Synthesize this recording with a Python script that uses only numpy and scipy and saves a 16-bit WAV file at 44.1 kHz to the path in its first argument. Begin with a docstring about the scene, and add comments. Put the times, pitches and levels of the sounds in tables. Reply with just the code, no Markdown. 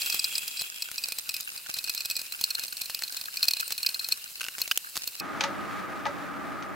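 """Stirring grain into a steel mash vessel.

Crushed grain pours into water and a long spoon stirs it. At first time runs fast-forward: the pour
is a high hiss, and the spoon meets the wall once a turn in bouts of short, bright pings. Then, at
normal speed, a steady machine hum fills the vessel, the mash sloshes and the spoon clunks on the wall."""
import sys
import numpy as np
from scipy import signal
from scipy.fft import rfft, irfft, next_fast_len
from scipy.io import wavfile
from scipy.ndimage import uniform_filter1d

SR = 44100
rng = np.random.default_rng(int(sys.argv[2]) if len(sys.argv) > 2 else 0)


def persist_wave(psi):
    """Save psi, clipped to +-1, as 16-bit WAV."""
    counts = np.round(np.clip(psi, -1, 1) * 32767).astype(np.int16)
    wavfile.write(sys.argv[1], SR, np.atleast_2d(counts).T)


N = 297666
TIME_S = np.arange(N) / SR
NORMAL_SPEED_S = 5.2  # fast-forward ends

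# Spoon on the wall, fast-forward: start_s, ring_db, crack_db
KNOCKS = [(0.0164, -29.5, -34), (0.0598, -33, -31), (0.098, -29, -29.5), (0.123, -28.5, -34),
          (0.144, -31.5, -28.5), (0.1919, -24, -36), (0.242, -23.5, -31.5), (0.353, -27, -37),
          (0.3792, -28.5, -30), (0.479, -38, -32), (0.5717, -33.5, -48), (0.592, -30, -42),
          (0.6115, -40, -32.5), (0.6179, -33.5, -32), (0.8209, -28.5, -33.5), (0.9794, -29, -37.5),
          (1.0379, -27.5, -35.5), (1.0842, -36, -34), (1.121, -33, -33), (1.1851, -32.5, -32),
          (1.2914, -29.0, -30.5), (1.341, -32, -32.5), (1.365, -35, -37), (1.4071, -40, -33.5),
          (1.575, -39, -50), (1.7395, -32, -34), (1.7861, -30.5, -34), (1.8412, -32, -35),
          (1.878, -34, -49), (1.8949, -28, -30), (1.9476, -41, -32), (1.977, -31.5, -40),
          (2.0053, -31.5, -36.5), (2.049, -34.5, -45), (2.056, -34, -31), (2.0997, -33, -31),
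          (2.11, -29, -32.5), (2.1533, -35, -46), (2.1644, -28.5, -32), (2.1914, -34, -39),
          (2.215, -38, -37), (2.322, -34, -36.5), (2.411, -35, -28.5), (2.439, -21.5, -28.5),
          (2.5045, -28, -34), (2.5486, -28, -33), (2.594, -33, -33), (2.636, -33.5, -34),
          (2.8156, -33.5, -33), (2.946, -31, -33.5), (3.0358, -30.5, -37.5), (3.1684, -35, -36.5),
          (3.3694, -30, -36), (3.4281, -20.5, -26.5), (3.44, -29, -33), (3.4528, -40, -33),
          (3.4818, -19.5, -24), (3.5085, -28.5, -28.5), (3.5342, -26, -29.5), (3.5676, -32, -37),
          (3.599, -28.5, -32.5), (3.6078, -49, -31), (3.6783, -39, -34), (3.721, -30, -29),
          (3.779, -32.5, -34), (3.8296, -28.0, -33.5), (3.8624, -21, -27), (3.8893, -30, -33),
          (3.9439, -29.0, -34.5), (3.993, -30, -36.5), (4.0428, -30.5, -39), (4.087, -41, -31),
          (4.1211, -21, -29), (4.6163, -26.5, -26.5), (5.0742, -32.5, -29.5), (5.198, -32.5, -37.5)]
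# Wall modes, fast-forward: pitch_hz, width_hz, thin_mash_db, thick_mash_db
WALL_MODES = [(2515, 59, -3, -10), (2532, 121, -6.5, -3), (4092, 190, 2, -9), (4243, 223, 0.5, 10.5),
              (4864, 335, 6.5, 0), (5490, 280, -3.5, -6), (8000, 240, 1, -2.5)]
# Mash thickness, 0-1: time_s, thickness
THICKNESS = [(1.5, 0.1), (2.5, 0.82), (3.4, 0.93), (4.6, 1)]
# Hard clacks on the rim: start_s, pitch_hz, ring_db, crack_db, crack_ms
CLACKS = [(4.441, 2840, -36.5, -40, 5), (4.712, 2960, -21.5, -28, 10), (4.7747, 3060, -30.5, -23.5, 2.4)]
# Rim modes: pitch_ratio, width_hz, level_db
RIM_MODES = [(0.53, 427, -13), (1.0, 487, 4.5), (1.65, 700, 1)]
# Snap of wall and rim contacts: freq_hz, level_db
CRACK_SPECTRUM = [(30, -4), (900, -2), (2000, -2.5), (2500, 5), (5500, 10), (9500, 4.5), (12500, 11.5),
                  (16000, 8)]
# Spoon on the wall, normal speed: start_s, ring_db, crack_db
CLUNKS = [(5.408, -32, -26), (5.438, -27, -29), (6.055, -24.5, -39), (6.066, -34, -40), (6.625, -61, -44.5)]
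# Water-damped wall modes: pitch_hz, width_hz, level_db
CLUNK_MODES = [(566, 17.4, -2), (855, 70, 4), (927, 31, -5.5), (1213, 120, 0), (1656, 70, -4.5),
               (1970, 30, -5), (2320, 63, -9)]
# Snap of a clunk: freq_hz, level_db
CLUNK_SPECTRUM = [(30, -32), (500, -14), (2400, 5.5), (6400, -3), (7800, -15.5), (15000, -28)]
# Grain hiss envelope: time_s, level_db
POUR_LEVELS = [(0, -35), (0.4, -38.5), (0.75, -43), (1.3, -44), (1.52, -45), (2.1, -43), (5.15, -44.5)]
# Grain hiss: freq_hz, level_db
POUR_SPECTRUM = [(30, -4.5), (900, -6.5), (1900, -3.5), (2400, -1.5), (9500, 5), (12500, 6.5), (16000, 4.5)]
# Vessel resonances in the hiss, thin mash: centre_hz, width_hz, rush_db, later_db
POUR_PEAKS = [(1450, 560, 4, 7.5), (2596, 640, 17, 12.5), (3277, 130, 16.5, -8), (4010, 740, 7.5, 11.5),
              (4930, 440, 7.5, 8), (7450, 740, 8, 3)]
# Stereo width of the hiss: freq_hz, side_db
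POUR_WIDTH = [(150, -48), (800, 6), (2500, -4.5), (15000, -4)]
# Mash slopping round the spoon: start_s, level_db
SLOPS = [(0.886, -43.5), (1.662, -45.5), (1.877, -45), (2.587, -43.5), (3.022, -47), (4.408, -38.5),
         (4.414, -36), (4.431, -42), (4.448, -40.5), (4.465, -43.5), (4.484, -36)]
# Air modes above the mash: pitch_hz, width_hz, level_db
HOLLOW_MODES = [(1495, 280, 0.5), (2715, 360, 1)]
# Dry ticks: start_s, level_db, decay_ms
TICKS = [(0.915, -36.5, 2.9), (1.483, -43.5, 2.2), (1.694, -37.5, 6.4), (1.767, -36, 13), (2.649, -43, 2.2),
         (2.898, -37.5, 1.5), (3.022, -34.5, 1.2), (3.706, -32.5, 16), (4.5825, -37, 1.5),
         (4.588, -39.5, 2), (4.6, -36, 15), (4.677, -36, 3.8), (4.955, -32.5, 20), (4.968, -31.5, 1.9),
         (4.975, -30.5, 2.1)]
# Broadband ticks and splashes: freq_hz, level_db
TICK_SPECTRUM = [(400, -1.5), (5000, 8.5), (16000, -0.5)]
# Background envelopes, normal speed: time_s, hum_db, slosh_db
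BACKGROUND_LEVELS = [(5.25, -39, -47), (5.416, -37, -43.5), (6.75, -38.5, -50)]
# Stirred mash: freq_hz, level_db
SLOSH_SPECTRUM = [(200, -33), (1500, 15), (5500, -3.5), (8000, -9), (16000, -15)]
# Machine hum: freq_hz, level_db
HUM_SPECTRUM = [(25, -23), (70, -9), (200, 1.5), (1700, -1.5), (2400, -7), (3200, -25.5), (16000, -28)]
# Vessel resonances in the hum: centre_hz, width_hz, gain_db
HUM_PEAKS = [(197, 52, 6), (288.6, 29, 12), (344, 26, 8), (625, 100, 5.5), (807, 62, 7.5),
             (1241, 176, 14.5), (1600, 400, 4)]
# Stereo width of the hum: freq_hz, side_db
HUM_WIDTH = [(100, 13), (230, 2), (1300, -7), (8000, 2)]


def knocks(push_ms=3.45, crack_ms=4.34, skid_lead_s=0.0068, skid_db=-18, skid_chance=0.3):
    """The spoon knocks on the wall; now and then it skids, touching lightly first."""
    out = np.zeros((2, N))
    for start_s, ring_db, crack_db in KNOCKS:
        hardness, skid_draw, gap = rng.uniform(0, 1, 3)
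        linger = undb(0.26 * (ring_db - crack_db))  # more crack than ring: shorter contact
        touch = 4 * hardness ** 2 - 1
        modes = wall_modes(start_s)
        add(out, start_s, ring(contact(push_ms * linger, touch=touch), modes, ring_db))
        add(out, start_s, crack(crack_ms * linger, crack_db, CRACK_SPECTRUM, touch=touch))
        if skid_draw < skid_chance:
            skid_s = start_s - skid_lead_s * (1 + gap / 2)
            add(out, skid_s, ring(contact(1), modes, ring_db + skid_db))
    return out


def brushing(first_s=2.68, turns=14, turn_s=0.0443, mean_db=-38):
    """Even stirring: the spoon brushes the wall once a turn."""
    out = np.zeros((2, N))
    for turn, level_db in enumerate(mean_db + rng.standard_normal(turns)):
        start_s = first_s + turn * turn_s
        add(out, start_s, ring(contact(1.8), wall_modes(start_s), level_db))
        add(out, start_s, crack(8.5, level_db - 0.5, CRACK_SPECTRUM))
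    return out


def clunks(room_db=-3, room_ms=23):
    """The spoon hits the water-damped wall; the room answers briefly."""
    out = np.zeros((2, N))
    for start_s, ring_db, crack_db in CLUNKS:
        push = contact(6, size=16384)
        add(out, start_s, ring(push, CLUNK_MODES, ring_db, side_db=-7, vary=0.48))
        add(out, start_s, crack(6.8, crack_db, CLUNK_SPECTRUM, touch=5.1))
        room = crack(room_ms, crack_db + room_db, CLUNK_SPECTRUM, side_db=-7, size=16384, shape=1)
        add(out, start_s, room)
    return out


def rim_clacks():
    """Hard blows on the rim; a longer contact favours the low modes."""
    out = np.zeros((2, N))
    for start_s, pitch_hz, ring_db, crack_db, crack_ms in CLACKS:
        tilt_db_per_oct = -4 * np.log2(crack_ms / 3)
        modes = [(ratio * pitch_hz, width_hz, mode_db + tilt_db_per_oct * np.log2(ratio))
                 for ratio, width_hz, mode_db in RIM_MODES]
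        add(out, start_s, ring(contact(crack_ms / 2), modes, ring_db))
        add(out, start_s, crack(crack_ms, crack_db, CRACK_SPECTRUM, touch=2.1))
    return out


def pour(churn_db=2, rush_end_s=0.93, fade_s=0.044, calm_share=0.8, rise=0.042, swell=0.27, drift=0.02):
    """Grain hisses onto the mash; vessel resonances flicker and rise as the mash thickens."""
    freq_hz, frame_s, spectra = signal.stft([grains(), grains()], SR, nperseg=1024)
    freq_hz = freq_hz[:, None] + 1
    settled = 0.5 + 0.5 * np.tanh((frame_s - rush_end_s) / fade_s)  # 0 in the first rush, then 1
    drive = calm_share + (1 - calm_share) * churn(frame_s)
    shape_db = spectrum_db(freq_hz, POUR_SPECTRUM)
    for thin_hz, width_hz, rush_db, later_db in POUR_PEAKS:
        flicker, detune = (np.interp(frame_s, TIME_S, wander(35)) for _ in range(2))
        peak_db = (1 - settled) * rush_db + settled * later_db * drive * (1 + swell * flicker)
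        centre_hz = thin_hz * (1 + rise * thickness(frame_s) + drift * settled * detune)
        shape_db = shape_db + resonance_db(freq_hz, centre_hz, width_hz, peak_db)
    power = uniform_filter1d(np.mean(undb(shape_db) ** 2, axis=0), size=15)
    gain = undb(shape_db + churn_db * churn(frame_s)) / np.sqrt(power)
    mid, side = signal.istft(spectra * gain, SR)[1][:, :N]
    return stereo(mid, colour(side, POUR_WIDTH)) * undb(curve(POUR_LEVELS) + wander(40))


def slops(decay_ms=4.2):
    """Mash slops round the spoon: the hollow above rings, with a splash."""
    out = np.zeros((2, N))
    for start_s, level_db in SLOPS:
        add(out, start_s, ring(contact(decay_ms), HOLLOW_MODES, level_db))
        add(out, start_s, crack(decay_ms, level_db, TICK_SPECTRUM))
    return out


def ticks():
    """Dry broadband contacts, no ring."""
    out = np.zeros((2, N))
    for start_s, level_db, decay_ms in TICKS:
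        add(out, start_s, crack(decay_ms, level_db, TICK_SPECTRUM))
    return out


def patter(count=70, spread_db=3, push_ms=3.6, stray_s=0.022, bubble_hz=8800, bubbles_end_s=4.1):
    """Light spoon taps near the knocks; scattered small slops, splashes and bubbles."""
    out = np.zeros((2, N))
    for when, scatter in zip(rng.uniform(0, 1, (count, 4)), rng.standard_normal((count, 6))):
        tap_db, slop_db, splash_db, bubble_db = spread_db * scatter[:4] + [-47, -58, -51, -50]
        detune, stray = scatter[4:]
        knock_s = KNOCKS[int(when[0] * len(KNOCKS))][0]
        tap_s = knock_s + stray_s * np.tanh(2 * stray)
        bubble_s = bubbles_end_s * when[1]
        slop_s, splash_s = NORMAL_SPEED_S * when[2:]
        bubble_mode = (bubble_hz * (1 + 0.05 * detune), 120, 0)
        add(out, tap_s, ring(contact(push_ms), wall_modes(tap_s), tap_db))
        add(out, slop_s, ring(contact(push_ms), HOLLOW_MODES, slop_db, side_db=16.5))
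        add(out, splash_s, crack(2.4, splash_db, TICK_SPECTRUM, side_db=10.5))
        add(out, bubble_s, ring(contact(push_ms), [bubble_mode], bubble_db, side_db=-6))
    return out


def slosh():
    """Wet fizz of the stirred mash."""
    mid, side = (unit_rms(colour(grains(), SLOSH_SPECTRUM)) for _ in range(2))
    return stereo(mid, 0.34 * side) * undb(curve(BACKGROUND_LEVELS, column=2) + wander(9.2))


def hum():
    """Steady machine noise resonating in the vessel."""
    mid, side = (unit_rms(colour(rng.standard_normal(N), HUM_SPECTRUM, HUM_PEAKS)) for _ in range(2))
    return stereo(mid, colour(side, HUM_WIDTH)) * undb(curve(BACKGROUND_LEVELS) + 0.5 * wander(24))


def thickness(time_s):
    """Mash thickness, 0-1."""
    return np.interp(time_s, *np.transpose(THICKNESS))


def churn(time_s, linger_s=0.041):
    """Stirring effort, 0-1: high in a bout of knocks, nil in the pauses."""
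    return np.tanh(sum(np.exp(-((time_s - knock_s) / linger_s) ** 2) for knock_s, _, _ in KNOCKS))


def wall_modes(time_s):
    """Wall modes, reweighted as the mash thickens."""
    return [(pitch_hz, width_hz, thin_db + thickness(time_s) * (thick_db - thin_db))
            for pitch_hz, width_hz, thin_db, thick_db in WALL_MODES]


def contact(decay_ms, size=4096, shape=1.5, touch=1.5):
    """Rough contact: a first touch, then lumpy chatter; shape over 1 ends it abruptly."""
    time_ms = 1000 * np.arange(size) / SR
    first_touch = 1 + touch * np.exp(-time_ms / 0.3)
    lumps = undb(3 * np.interp(time_ms, np.arange(64) * 0.7, rng.standard_normal(64)))
    decay = np.exp(-(time_ms / max(decay_ms, 0.1)) ** shape)
    return rng.standard_normal(size) * lumps * first_touch * decay


def crack(decay_ms, level_db, spectrum, side_db=-10.5, size=2048, shape=1.4, touch=1.5):
    """Direct snap of a contact, different at each ear."""
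    pushes = [np.pad(contact(decay_ms, size, shape, touch), (16, 240)) for _ in range(2)]
    mid, side = (at_level(colour(push, spectrum)[:size], level_db) for push in pushes)
    return stereo(mid, undb(side_db) * side)


def ring(push, modes, level_db, side_db=-15, vary=1):
    """Modes driven by a contact; each blow lands elsewhere and weights them anew."""
    time_s = np.arange(len(push)) / SR
    mid = side = 0
    for pitch_hz, width_hz, mode_db in modes:
        weight, detune, pan = rng.standard_normal(3)
        envelope = time_s * np.exp(-np.pi * width_hz * time_s)  # builds up, then decays
        mode = envelope * np.sin(2 * np.pi * pitch_hz * (1 + 0.011 * detune) * time_s)
        tone = at_level(irfft(rfft(push) * rfft(mode)), mode_db + 3.6 * vary * weight)
        mid, side = mid + tone, side + pan * tone
    return stereo(at_level(mid, level_db), at_level(side, level_db + side_db))


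def grains(spread_db=2):
    """Dense tiny contacts, their size scattering every millisecond."""
    return unit_rms(rng.standard_normal(N) * undb(spread_db * wander(1000)))


def wander(rate_hz):
    """Random drift, RMS 1."""
    knots_s = np.arange(0, N / SR + 1, 1 / rate_hz)
    return unit_rms(np.interp(TIME_S, knots_s, rng.standard_normal(len(knots_s))))


def colour(x, spectrum, peaks=()):
    """Filter by a spectrum plus resonances."""
    size = next_fast_len(len(x))
    freq_hz = np.arange(size // 2 + 1) * SR / size
    gain_db = spectrum_db(freq_hz + 1, spectrum) + sum(resonance_db(freq_hz, *peak) for peak in peaks)
    return irfft(rfft(x, size) * undb(gain_db), size)[:len(x)]


def spectrum_db(freq_hz, spectrum):
    knots_hz, knots_db = np.transpose(spectrum)
    return np.interp(np.log(freq_hz), np.log(knots_hz), knots_db)


def resonance_db(freq_hz, centre_hz, width_hz, peak_db):
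    return peak_db / (1 + (2 * (freq_hz - centre_hz) / width_hz) ** 2)


def curve(rows, column=1):
    columns = np.transpose(rows)
    return np.interp(TIME_S, columns[0], columns[column])


def at_level(x, level_db, window_s=0.012):
    """Scale to the energy of level_db held for window_s."""
    return x * undb(level_db) / np.sqrt(np.sum(x ** 2) / (window_s * SR))


def add(out, start_s, sound):
    start = int(np.clip(start_s * SR, 0, N - 1))
    out[:, start:start + sound.shape[1]] += sound[:, :N - start]


def stereo(mid, side):
    return np.array([mid + side, mid - side])


def unit_rms(x):
    return x / np.sqrt(np.mean(x ** 2))


def undb(level_db):
    return 10 ** (np.asarray(level_db) / 20)


def scene(crossfade_s=0.012):
    """Fast-forward pouring and stirring, then stirring at normal speed."""
    normal = np.clip((TIME_S - NORMAL_SPEED_S) / crossfade_s, 0, 1)
    fast_hits = knocks() + brushing() + rim_clacks() + slops() + ticks()
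    return fast_hits + (1 - normal) * (pour() + patter()) + normal * (hum() + slosh()) + clunks()


def record(dry):
    """Steep low-pass at the top of the treble."""
    cutoff_hz = 15850
    return signal.sosfilt(signal.ellip(10, 0.2, 70, cutoff_hz, fs=SR, output="sos"), dry)


dry = scene()
out = record(dry)
persist_wave(out)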